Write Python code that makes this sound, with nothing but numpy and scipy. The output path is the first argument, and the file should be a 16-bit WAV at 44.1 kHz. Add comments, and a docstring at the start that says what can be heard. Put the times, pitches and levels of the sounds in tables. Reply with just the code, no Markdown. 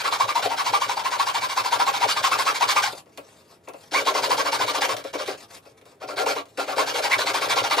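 """Sawing a brass tube at the bench

A fine-toothed hand saw cuts a small brass tube held in a vice on a wooden bench, close to a phone.
In each stroke the blade speeds up and slows down: the pitch of the tooth strikes makes an arch over
a noisy metal scrape, while vice and bench answer lower down. In the pauses a hand rubs softly over
the vice, and in and around them small metal knocks sound. Short wall echoes and quiet air surround it."""
import sys
import numpy as np
from scipy import signal
from scipy.fft import rfft, irfft, next_fast_len
from scipy.io import wavfile
from scipy.ndimage import uniform_filter1d, map_coordinates

SR = 44100
rng = np.random.default_rng(int(sys.argv[2]) if len(sys.argv) > 2 else 0)


def waveform_to_disk(signal):
    """Save audio, clipped to [-1, 1], as 16-bit WAV at the path in sys.argv[1]."""
    frames = np.transpose(np.atleast_2d(signal))
    scaled = np.clip(frames, -1, 1) * 32767
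    samples = np.round(scaled).astype(np.int16)
    wavfile.write(sys.argv[1], SR, samples)


N = 343980
TIME = np.arange(N) / SR

# Half strokes, mostly pushes and pulls; the faint rows at 4.954 and 5.03 s go with knocks:
# (start [s], basic top tooth rate [Hz], relative teeth level [dB], relative scrape level [dB])
STROKES = [(-.04, 1100, -29.5, -29), (.03, 1360, -25.5, -33), (.106, 1250, -26, -32),
           (.181, 1150, -28.5, -34), (.268, 1100, -30, -33), (.337, 1090, -26.5, -34.5),
           (.414, 786.4, -28, -33), (.485, 1000, -26.5, -37.5), (.561, 1130, -27.5, -32),
           (.64, 1080, -26.5, -32.5), (.719, 1150, -25.5, -33), (.795, 1160, -30, -34.5),
           (.877, 1090, -29, -34), (.952, 1080, -27.5, -37), (1.033, 1030, -30.5, -35.5),
           (1.101, 1140, -26.5, -34), (1.179, 1170, -27.5, -33), (1.254, 1140, -28.5, -33.5),
           (1.329, 1030, -26.5, -32.5), (1.403, 1110, -28.5, -33.5), (1.479, 1140, -31.5, -35),
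           (1.553, 1120, -27, -32.5), (1.631, 1030, -29.5, -32.5), (1.703, 1080, -25, -31.5),
           (1.782, 1060, -24.5, -32.5), (1.852, 1070, -23.5, -32.5), (1.922, 1020, -28, -32),
           (1.995, 960, -23, -31.5), (2.071, 1320, -28.5, -26.5), (2.146, 1140, -28, -33),
           (2.221, 1210, -24.5, -27.5), (2.3, 1370, -23, -30), (2.372, 1140, -27.5, -28.5),
           (2.443, 1308, -24.5, -31), (2.534, 1032, -31.5, -32), (2.592, 1070, -25.5, -32),
           (2.671, 1200, -26.5, -27.5), (2.745, 1140, -23, -29.5), (2.819, 1060, -28.5, -29),
           (3.91, 1123, -29, -31), (4.045, 1050, -25.5, -31), (4.132, 1160, -26.5, -31),
           (4.215, 1050, -29, -30), (4.288, 1160, -26, -30.5), (4.364, 1120, -29, -30.5),
           (4.437, 1160, -28, -33.5), (4.51, 1070, -29, -30), (4.584, 1140, -27.5, -31),
           (4.66, 1140, -30, -31.5), (4.73, 1150, -29, -32), (4.804, 1099, -29.5, -29),
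           (4.873, 1170, -31.5, -32.5), (4.954, 639.2, -43, -46), (5.03, 761.1, -58, -50.5),
           (5.128, 600.8, -31.5, -40), (5.173, 600.4, -33.5, -39.5), (5.255, 710, -38, -40),
           (6.0, 750.8, -40.5, -51.5), (6.066, 643, -38, -45), (6.158, 790, -31, -35.5),
           (6.254, 810, -30, -32), (6.348, 603.3, -33.5, -41), (6.57, 810, -32, -37.5),
           (6.661, 840, -34, -39), (6.757, 1050, -29, -32), (6.856, 1000, -33, -32), (6.932, 940, -29, -32),
           (7.015, 929.2, -31, -30), (7.09, 1150, -30.5, -31), (7.175, 1170, -31, -30),
           (7.251, 1160, -27.5, -30.5), (7.329, 1150, -29.5, -30), (7.402, 1200, -28.5, -30.5),
           (7.482, 1160, -26.5, -28), (7.55, 1140, -26, -30.5), (7.625, 962, -30, -32),
           (7.693, 1147, -27, -30), (7.765, 1215, -28, -31)]
# Resonances of blade and tube: (pitch [Hz], width [Hz], level [dB])
BLADE_MODES = [(762, 250, -2.5), (970, 163, 2), (1137, 130, 0), (1375, 35, 1), (1622, 63, -9.5),
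               (1670, 23, -20), (2010, 176, -8.5), (2323, 210, -7.5), (2633, 196, -6.5)]
# Resonances of vice and bench top: (pitch [Hz], width [Hz], level [dB])
BENCH_MODES = [(283.2, 14.5, -2), (393, 48.5, -2.5), (476.5, 68, -1), (547.5, 45, 2), (602.5, 36, -1),
               (682, 60, -4), (752, 40, -10)]
# How much the vice passes to the bench, more once the hand grips it anew: (time [s], level [dB])
PASSED = [(0, -16), (2.9, -17), (3.9, -2.5), (4.2, -5), (6.3, 1.5), (7.15, -5), (7.8, -7)]
# Hard pushes that jolt the bench: (time [s], relative peak level [dB])
JOLTS = [(0.233, -41.5), (0.438, -41.5), (0.697, -43), (0.854, -45), (1.599, -45.5), (1.749, -44.5),
         (2.039, -42), (2.199, -42.5), (2.358, -44), (2.655, -45.5), (4.63, -41), (4.927, -42.5),
         (6.77, -53), (6.969, -51), (7.156, -42), (7.608, -39)]


def amp(db):
    """Turn decibels into a plain multiplier."""
    return 10 ** (np.asarray(db) / 20)


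def unit(x):
    """Scale a signal to rms 1."""
    return x / np.sqrt(np.mean(x ** 2) + 1e-20)


def along(points, hz):
    """Read a value off (Hz, value) points on a log frequency axis."""
    f, v = np.transpose(points)
    return np.interp(np.log(hz + 1), np.log(f + 1), v)


def over_time(points):
    """Join (time, value) points with straight lines, one value a sample."""
    return np.interp(TIME, *np.transpose(points))


def wobble(rate):
    """A smooth random curve, with rate random points a second."""
    knots = rng.standard_normal(int(N * rate / SR) + 4)
    return map_coordinates(knots, [TIME * rate])


def filtered(x, response):
    """Multiply the spectrum of x by a response, a function of frequency."""
    m = next_fast_len(N + SR // 2)  # spare room at the end for ringing
    return irfft(rfft(x, m) * response(np.fft.rfftfreq(m, 1 / SR)), m)[..., :N]


def modes(table):
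    """Response of a body that rings at several pitches; a wider resonance dies sooner."""
    def response(f):
        total = 0
        for k, (center, width, db) in enumerate(table):
            ring = 1j * f * width / (center * center - f * f + 1j * f * width)
            total = total + (-1) ** k * amp(db) * ring  # neighbours have opposite signs
        return total
    return response


def shape(points):
    """Response that follows (Hz, dB) points."""
    return lambda f: amp(along(points, f))


def played(source, gain, response):
    """Drive a body with source times gain; level is set before gain, so rings outlast the drive."""
    return filtered(source * gain, response) / np.std(filtered(source, response))


def patchy(x, patchy_db):
    """Vary the level at random in patches some 35 ms long and 700 Hz wide."""
    z = signal.stft(x, nperseg=256)[2]
    field = uniform_filter1d(rng.standard_normal(z.shape), 4, 0)
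    field = uniform_filter1d(field, 12, 1)
    return signal.istft(z * amp(patchy_db * unit(field)), nperseg=256)[1][:N]


def leftward(x):
    """Place vice, bench and holding hand left of the blade by a level difference."""
    left_db = 2  # left minus right
    return x * amp([[left_db / 2], [-left_db / 2]])


def pulses(rows, form):
    """Add up form(seconds since the event), scaled by each row's level."""
    return sum(amp(db) * form(np.maximum(TIME - s, 0)) for s, db in rows)


def snag(t):
    """Extra pressure when teeth snag: a sudden rise that dies fast."""
    rise_s, t60_s, gain_db = 0.0018, 0.034, -6
    return (1 - np.exp(-t / rise_s)) * amp(gain_db - 60 * t / t60_s)


def jolt(t):
    """Swell and fade of a jolt, reaching 1 at its top."""
    top_s = 0.012
    return t / top_s * np.exp(1 - t / top_s)


def motion():
    """Progress 0-1 through the current row of STROKES, whether a rest follows, and that row, at each sample."""
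    # Moments at which the blade comes to rest: time [s]
    stops = [2.91, 5.37, 6.43, 7.839]
    rows = np.array(STROKES)
    starts = rows[:, 0]
    marks = np.sort(np.r_[starts, stops])
    ends = marks[np.searchsorted(marks, starts, "right")]
    k = np.searchsorted(starts, TIME, "right") - 1
    u = np.clip((TIME - starts[k]) / (ends[k] - starts[k]), 0, 1)
    return u, np.isin(ends, stops)[k], rows[k].T


def pressure(u, last):
    """Pressure swells over each half stroke; the teeth skate, dig in at once, then ease off."""
    peak = np.where(last, 0.19, 0.44)  # share of the stroke; earlier before a rest
    lean = np.abs(np.sin(np.pi * u ** (np.log(.5) / np.log(np.clip(peak, .15, .85)))))
    past = u - 0.2  # the teeth dig in a fifth of the way through
    bite = np.exp(-2.6 * np.abs(past)) / (1 + np.exp(-past / 0.0026))
    return lean, bite


def tooth_strikes(turn, tooth, gate, press):
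    """Teeth strike the tube wall one after another: a tone, its octave and noise ring the blade."""
    # Strength of the tooth tone's octave before its random flutter: (time [s], share)
    octave = [(0, 0.28), (1.6, 0.15), (2.9, 0.67), (3.97, 2.1), (4.05, 0.39), (7.06, 0.98), (7.125, 7),
              (7.18, .6), (7.24, .6), (7.28, 2.4), (7.34, 0.96), (7.8, 1.3)]
    # Noise added to the tooth tone: (time [s], share)
    grit = [(0, 1.8), (5, 1.6), (6.9, 2.7)]
    octave_gain = over_time(octave) * amp(1.1 * wobble(19))
    tone = np.cos(turn) + octave_gain * np.cos(2 * turn)
    noise = over_time(grit) * unit(gate * rng.standard_normal(N))
    return played(tone * amp(3.3 * tooth) + noise, press, modes(BLADE_MODES))


def scrape(tooth, gate, gain):
    """Chips tear off at each tooth: pulsing noise, coloured by the metal and the blade's upper rings."""
    # Colour of the scrape: (pitch [Hz], level per Hz [dB])
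    chips = [(880, -24.5), (1500, 1.5), (1920, -7), (2310, -1), (2700, -13), (2810, -7), (2890, -2.5),
             (4680, -3), (7410, -13), (8500, -16.5), (13900, -25), (14700, -25), (15600, -81)]
    # Upper blade resonances: (pitch [Hz], width [Hz], relative level [dB])
    rings = [(3446, 16, -28), (3510, 160, 3), (4030, 120, -5), (4400, 39, -33)]
    unevenness = amp(1.26 * tooth + 0.89 * wobble(400))
    # the contact point moves along the blade, so the colour keeps changing
    tearing = patchy(gate * unevenness * rng.standard_normal(N), patchy_db=2.0)
    return played(tearing, gain, lambda f: shape(chips)(f) * (1 + modes(rings)(f) * 0.23))


def bench_answer(u, top_hz, teeth_db, turn, tooth, lean):
    """The vice passes tooth strikes to the bench top, which rings; a jolt makes the tooth tone groan there."""
    strength = 1.06 * (top_hz / 1100) ** 2  # fast teeth shake it more
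    shove = np.cos(turn) * amp(3.9 * tooth) * strength + rng.standard_normal(N) * 3
    flutter_db = 2.5 * wobble(45)
    loaded = 1.11 + 0.3 * u  # the drive grows through each half stroke
    gain = amp(teeth_db + over_time(PASSED) + flutter_db) * lean ** 0.76 * loaded
    bench = played(shove, gain, modes(BENCH_MODES))
    groan_gain = amp(teeth_db + 41) * pulses(JOLTS, jolt) * lean
    groan = played(np.cos(turn) * amp(7.4 * tooth), groan_gain, modes(BENCH_MODES))
    return bench + groan


def saw():
    """Blade speed sets the tooth rate and pressure the loudness of strikes, scrape and bench."""
    # The teeth snag hard and the blade rings: (time [s], relative peak level [dB])
    catches = [(0.203, -5.5), (0.287, -11), (0.355, -21), (0.661, -20), (0.816, -8), (0.893, -15.5),
               (1.054, -13), (1.348, -22), (1.574, -12), (1.658, -8.5), (1.873, -27), (2.017, -24),
               (2.167, -7.5), (2.24, -11.5), (2.394, -14), (2.465, -16), (2.765, -16.5), (4.07, -22),
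               (4.527, -10), (6.26, -9.5)]
    u, last, (_, top_hz, teeth_db, scrape_db) = motion()
    lean, bite = pressure(u, last)
    speed = np.abs(np.sin(np.pi * u ** .92))  # under 1: fastest before mid-stroke, longer slowing
    tooth_rate = top_hz * speed ** .8 * (1 + .062 * wobble(160))
    turn = 2 * np.pi * np.cumsum(tooth_rate) / SR
    tooth = rng.standard_normal(N)[(turn / (2 * np.pi)).astype(int)]  # no two teeth bite alike
    gate = np.exp(0.36 * np.cos(turn))  # noise pulses with each tooth
    catch = wobble(70)  # the blade catches and frees
    snags = pulses(catches, snag)

    press = amp(teeth_db + 4.0 + 2.13 * catch) * lean ** 0.84 * (0.34 + 0.65 * bite)
    teeth = tooth_strikes(turn, tooth, gate, press + snags)
    contact = lean ** 1.12 * (0.69 + 0.12 * bite) + 0.045 * (u < 1)
    scrape_gain = amp(scrape_db + 6.0 + 0.68 * catch) * contact + 0.15 * snags
    chips_sound = scrape(tooth, gate, scrape_gain)
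    return teeth + chips_sound + leftward(bench_answer(u, top_hz, teeth_db, turn, tooth, lean))


def rocking():
    """The bench legs rumble, swelling once for every two rows of STROKES, and ring low at each jolt."""
    # Colour of the bench legs: (pitch [Hz], level per Hz [dB])
    legs = [(25, -1.5), (48, -45), (75, -7), (115, -0.5), (165, -7), (240, -6.5), (400, -91)]
    jolt_hz = 112.8
    u, _, (_, _, _, scrape_db) = motion()
    count = np.interp(TIME, [row[0] for row in STROKES], np.arange(len(STROKES)))
    effort = uniform_filter1d(amp(0.5 * scrape_db) * (u < 1), size=2000)  # harder strokes rumble more
    sway_db = 2.8 * np.cos(np.pi * count + .4) + 3.8 * wobble(19)
    gain = effort * amp(-39.0 + sway_db + 0.14 * over_time(PASSED))
    rumble = played(rng.standard_normal(N), gain, shape(legs))
    jolts = pulses(JOLTS, lambda t: jolt(t) * np.sin(2 * np.pi * jolt_hz * t))
    return rumble + amp(1.5) * jolts


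def workshop_air():
    """The quiet workshop is steady noise, strongest in the bass."""
    # Colour of the air: (pitch [Hz], level per Hz [dB])
    air_colour = [(40, -26), (100, -9.5), (220, -17), (450, -14), (900, -27.5), (14400, -51.5),
                  (15200, -71)]
    return amp(-57.5) * unit(filtered(rng.standard_normal(N), shape(air_colour)))


def hand():
    """Skin and sleeve slide over the vice while the saw rests, each rub one swell; the bench hums along."""
    # Soft rubs in the pauses: (start [s], length [s], relative level [dB])
    rubs = [(2.898, 0.044, -34), (2.942, 0.074, -40), (3.055, 0.5, -53.5), (3.474, 0.11, -51),
            (3.632, 0.041, -55), (3.718, 0.21, -50), (5.364, 0.099, -41), (5.48, 0.12, -41),
            (5.615, 0.12, -53), (5.767, 0.031, -51.5), (5.835, 0.13, -53.5), (6.43, 0.17, -56)]
    # Colour of skin and sleeve: (pitch [Hz], level per Hz [dB])
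    skin_colour = [(600, -4.5), (1200, -5.5), (3000, -9), (4800, -5.5), (6300, -8.5), (8500, -12.5),
                   (14300, -22), (15200, -45)]
    rub = np.zeros(N)
    for start, length, db in rubs:
        rub += amp(db) * np.abs(np.sin(np.pi * np.clip((TIME - start) / length, 0, 1)))
    rustle = patchy(rng.standard_normal(N), patchy_db=3.5)
    skin = played(rustle, rub * amp(-5.0 + 2.4 * wobble(100)), shape(skin_colour))
    push = rub ** 0.89 * amp(-15.0 + 1.0 * wobble(43))  # the hum swings less than the rub
    return skin + played(rng.standard_normal(N), push, modes(BENCH_MODES + BLADE_MODES[:3]))


def knocks():
    """Metal touches metal: a noisy crack and rattle, and a blow that rings bench and blade."""
    # Small contacts: (time [s], relative click level [dB], bench level against the click [dB])
    contacts = [(2.9257, -36, -0.5), (3.0593, -51.5, -1.5), (3.0762, -55, -11), (3.1747, -26.5, -10),
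                (3.672, -49.5, 14), (3.679, -45, -14), (3.686, -32, -8.5), (3.735, -38.5, -1),
                (4.9662, -20.5, -15.5), (5.0404, -30, -3.5), (5.1384, -28.5, -1), (5.2765, -26, -0.5),
                (5.654, -49.5, 4), (5.8133, -44, -7.5), (5.855, -41.5, -8), (5.916, -48, -5),
                (6.4553, -40.5, -11), (6.5745, -25.5, -2)]
    rise_s, crack_t60_s, rattle_t60_s, blow_t60_s = 0.0032, 0.012, 0.041, 0.1
    crack, blow = np.zeros(N + SR), np.zeros(N + SR)
    t = np.arange(SR // 6) / SR
    rise = 1 - np.exp(-t / rise_s)
    for s, click_db, bench_db in contacts:
        span = slice(round(s * SR), round(s * SR) + len(t))
        rattle_gain = rise * amp(click_db - 5.5 - 60 * t / rattle_t60_s)
        crack_gain = amp(click_db - 3.0 - 60 * t / crack_t60_s)
        crack[span] += (rattle_gain + crack_gain) * rng.standard_normal(len(t))
        blow_gain = rise * amp(click_db + bench_db + 26.0 - 60 * t / blow_t60_s)
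        blow[span] += blow_gain * rng.standard_normal(len(t))
    bright = filtered(crack[:N], lambda f: 1j * f / 900 / (1 + 1j * f / 3500) ** 3)
    return bright + filtered(blow[:N], lambda f: modes(BENCH_MODES)(f) + 0.26 * modes(BLADE_MODES)(f))


def walls(x):
    """Walls return a short tail of fading noise in each channel; three random tails cross-fade in turn."""
    # Colour of the walls: (pitch [Hz], level [dB])
    wall_colour = [(100, -19), (250, -12.5), (800, -1), (2500, 4.5), (5500, -6.5), (14000, 5)]
    # Time for the tail to fall by 60 dB: (pitch [Hz], time [s])
    decay = [(200, 0.26), (2000, 0.079), (10000, 0.13)]
    out = np.zeros((2, N))
    for k in range(3):
        hz, t, z = signal.stft(rng.standard_normal((2, SR // 3)), SR, nperseg=256)
        fading = z * amp(-60 * t / along(decay, hz)[:, None])
        tail = signal.istft(fading, SR, nperseg=256)[1]
        tail = tail / np.linalg.norm(tail[0])
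        part = x * np.cos(np.pi * (TIME * 1.6 + k / 3)) ** 2 / 1.5  # the three shares add up to x
        delayed = np.pad(part, (200, 0))[None]  # samples
        out += signal.fftconvolve(delayed, tail, axes=1)[:, :N]
    return filtered(out, shape(wall_colour))


def ports(x):
    """Two microphone openings: each frequency arrives with its own lead and balance."""
    # How far left leads right: (pitch [Hz], phase [radians])
    lead = [(400, -.1), (1100, -1.2), (1720, -.1), (2650, -.1), (3000, 2.5), (3400, 0), (6300, 1.1),
            (9000, .3), (12800, -.6), (15000, -3.2)]
    # Left level minus right level: (pitch [Hz], difference [dB])
    tilt = [(150, 0), (330, -1), (700, 6.5), (1250, -0.5), (4000, -0.5), (8500, 4.5), (15000, 2)]
    side = np.array([[.5], [-.5]])
    return filtered(x, lambda f: amp(side * along(tilt, f)) * np.exp(1j * side * along(lead, f)))


def scene():
    """Mix the near sounds and air, straight and by way of the walls."""
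    near = saw() + rocking() + leftward(hand() + knocks())
    air = workshop_air()
    return ports(near + air) + walls(near.mean(axis=0) + air)


def record(dry):
    """The phone thins the deep bass and keeps nothing above its band limit."""
    top_hz, bass_hz = 15760, 70
    return filtered(dry, lambda hz: (hz < top_hz) / (1 - 1j * bass_hz / (hz + 1)) ** 2)


dry = scene()
out = record(dry)
waveform_to_disk(out)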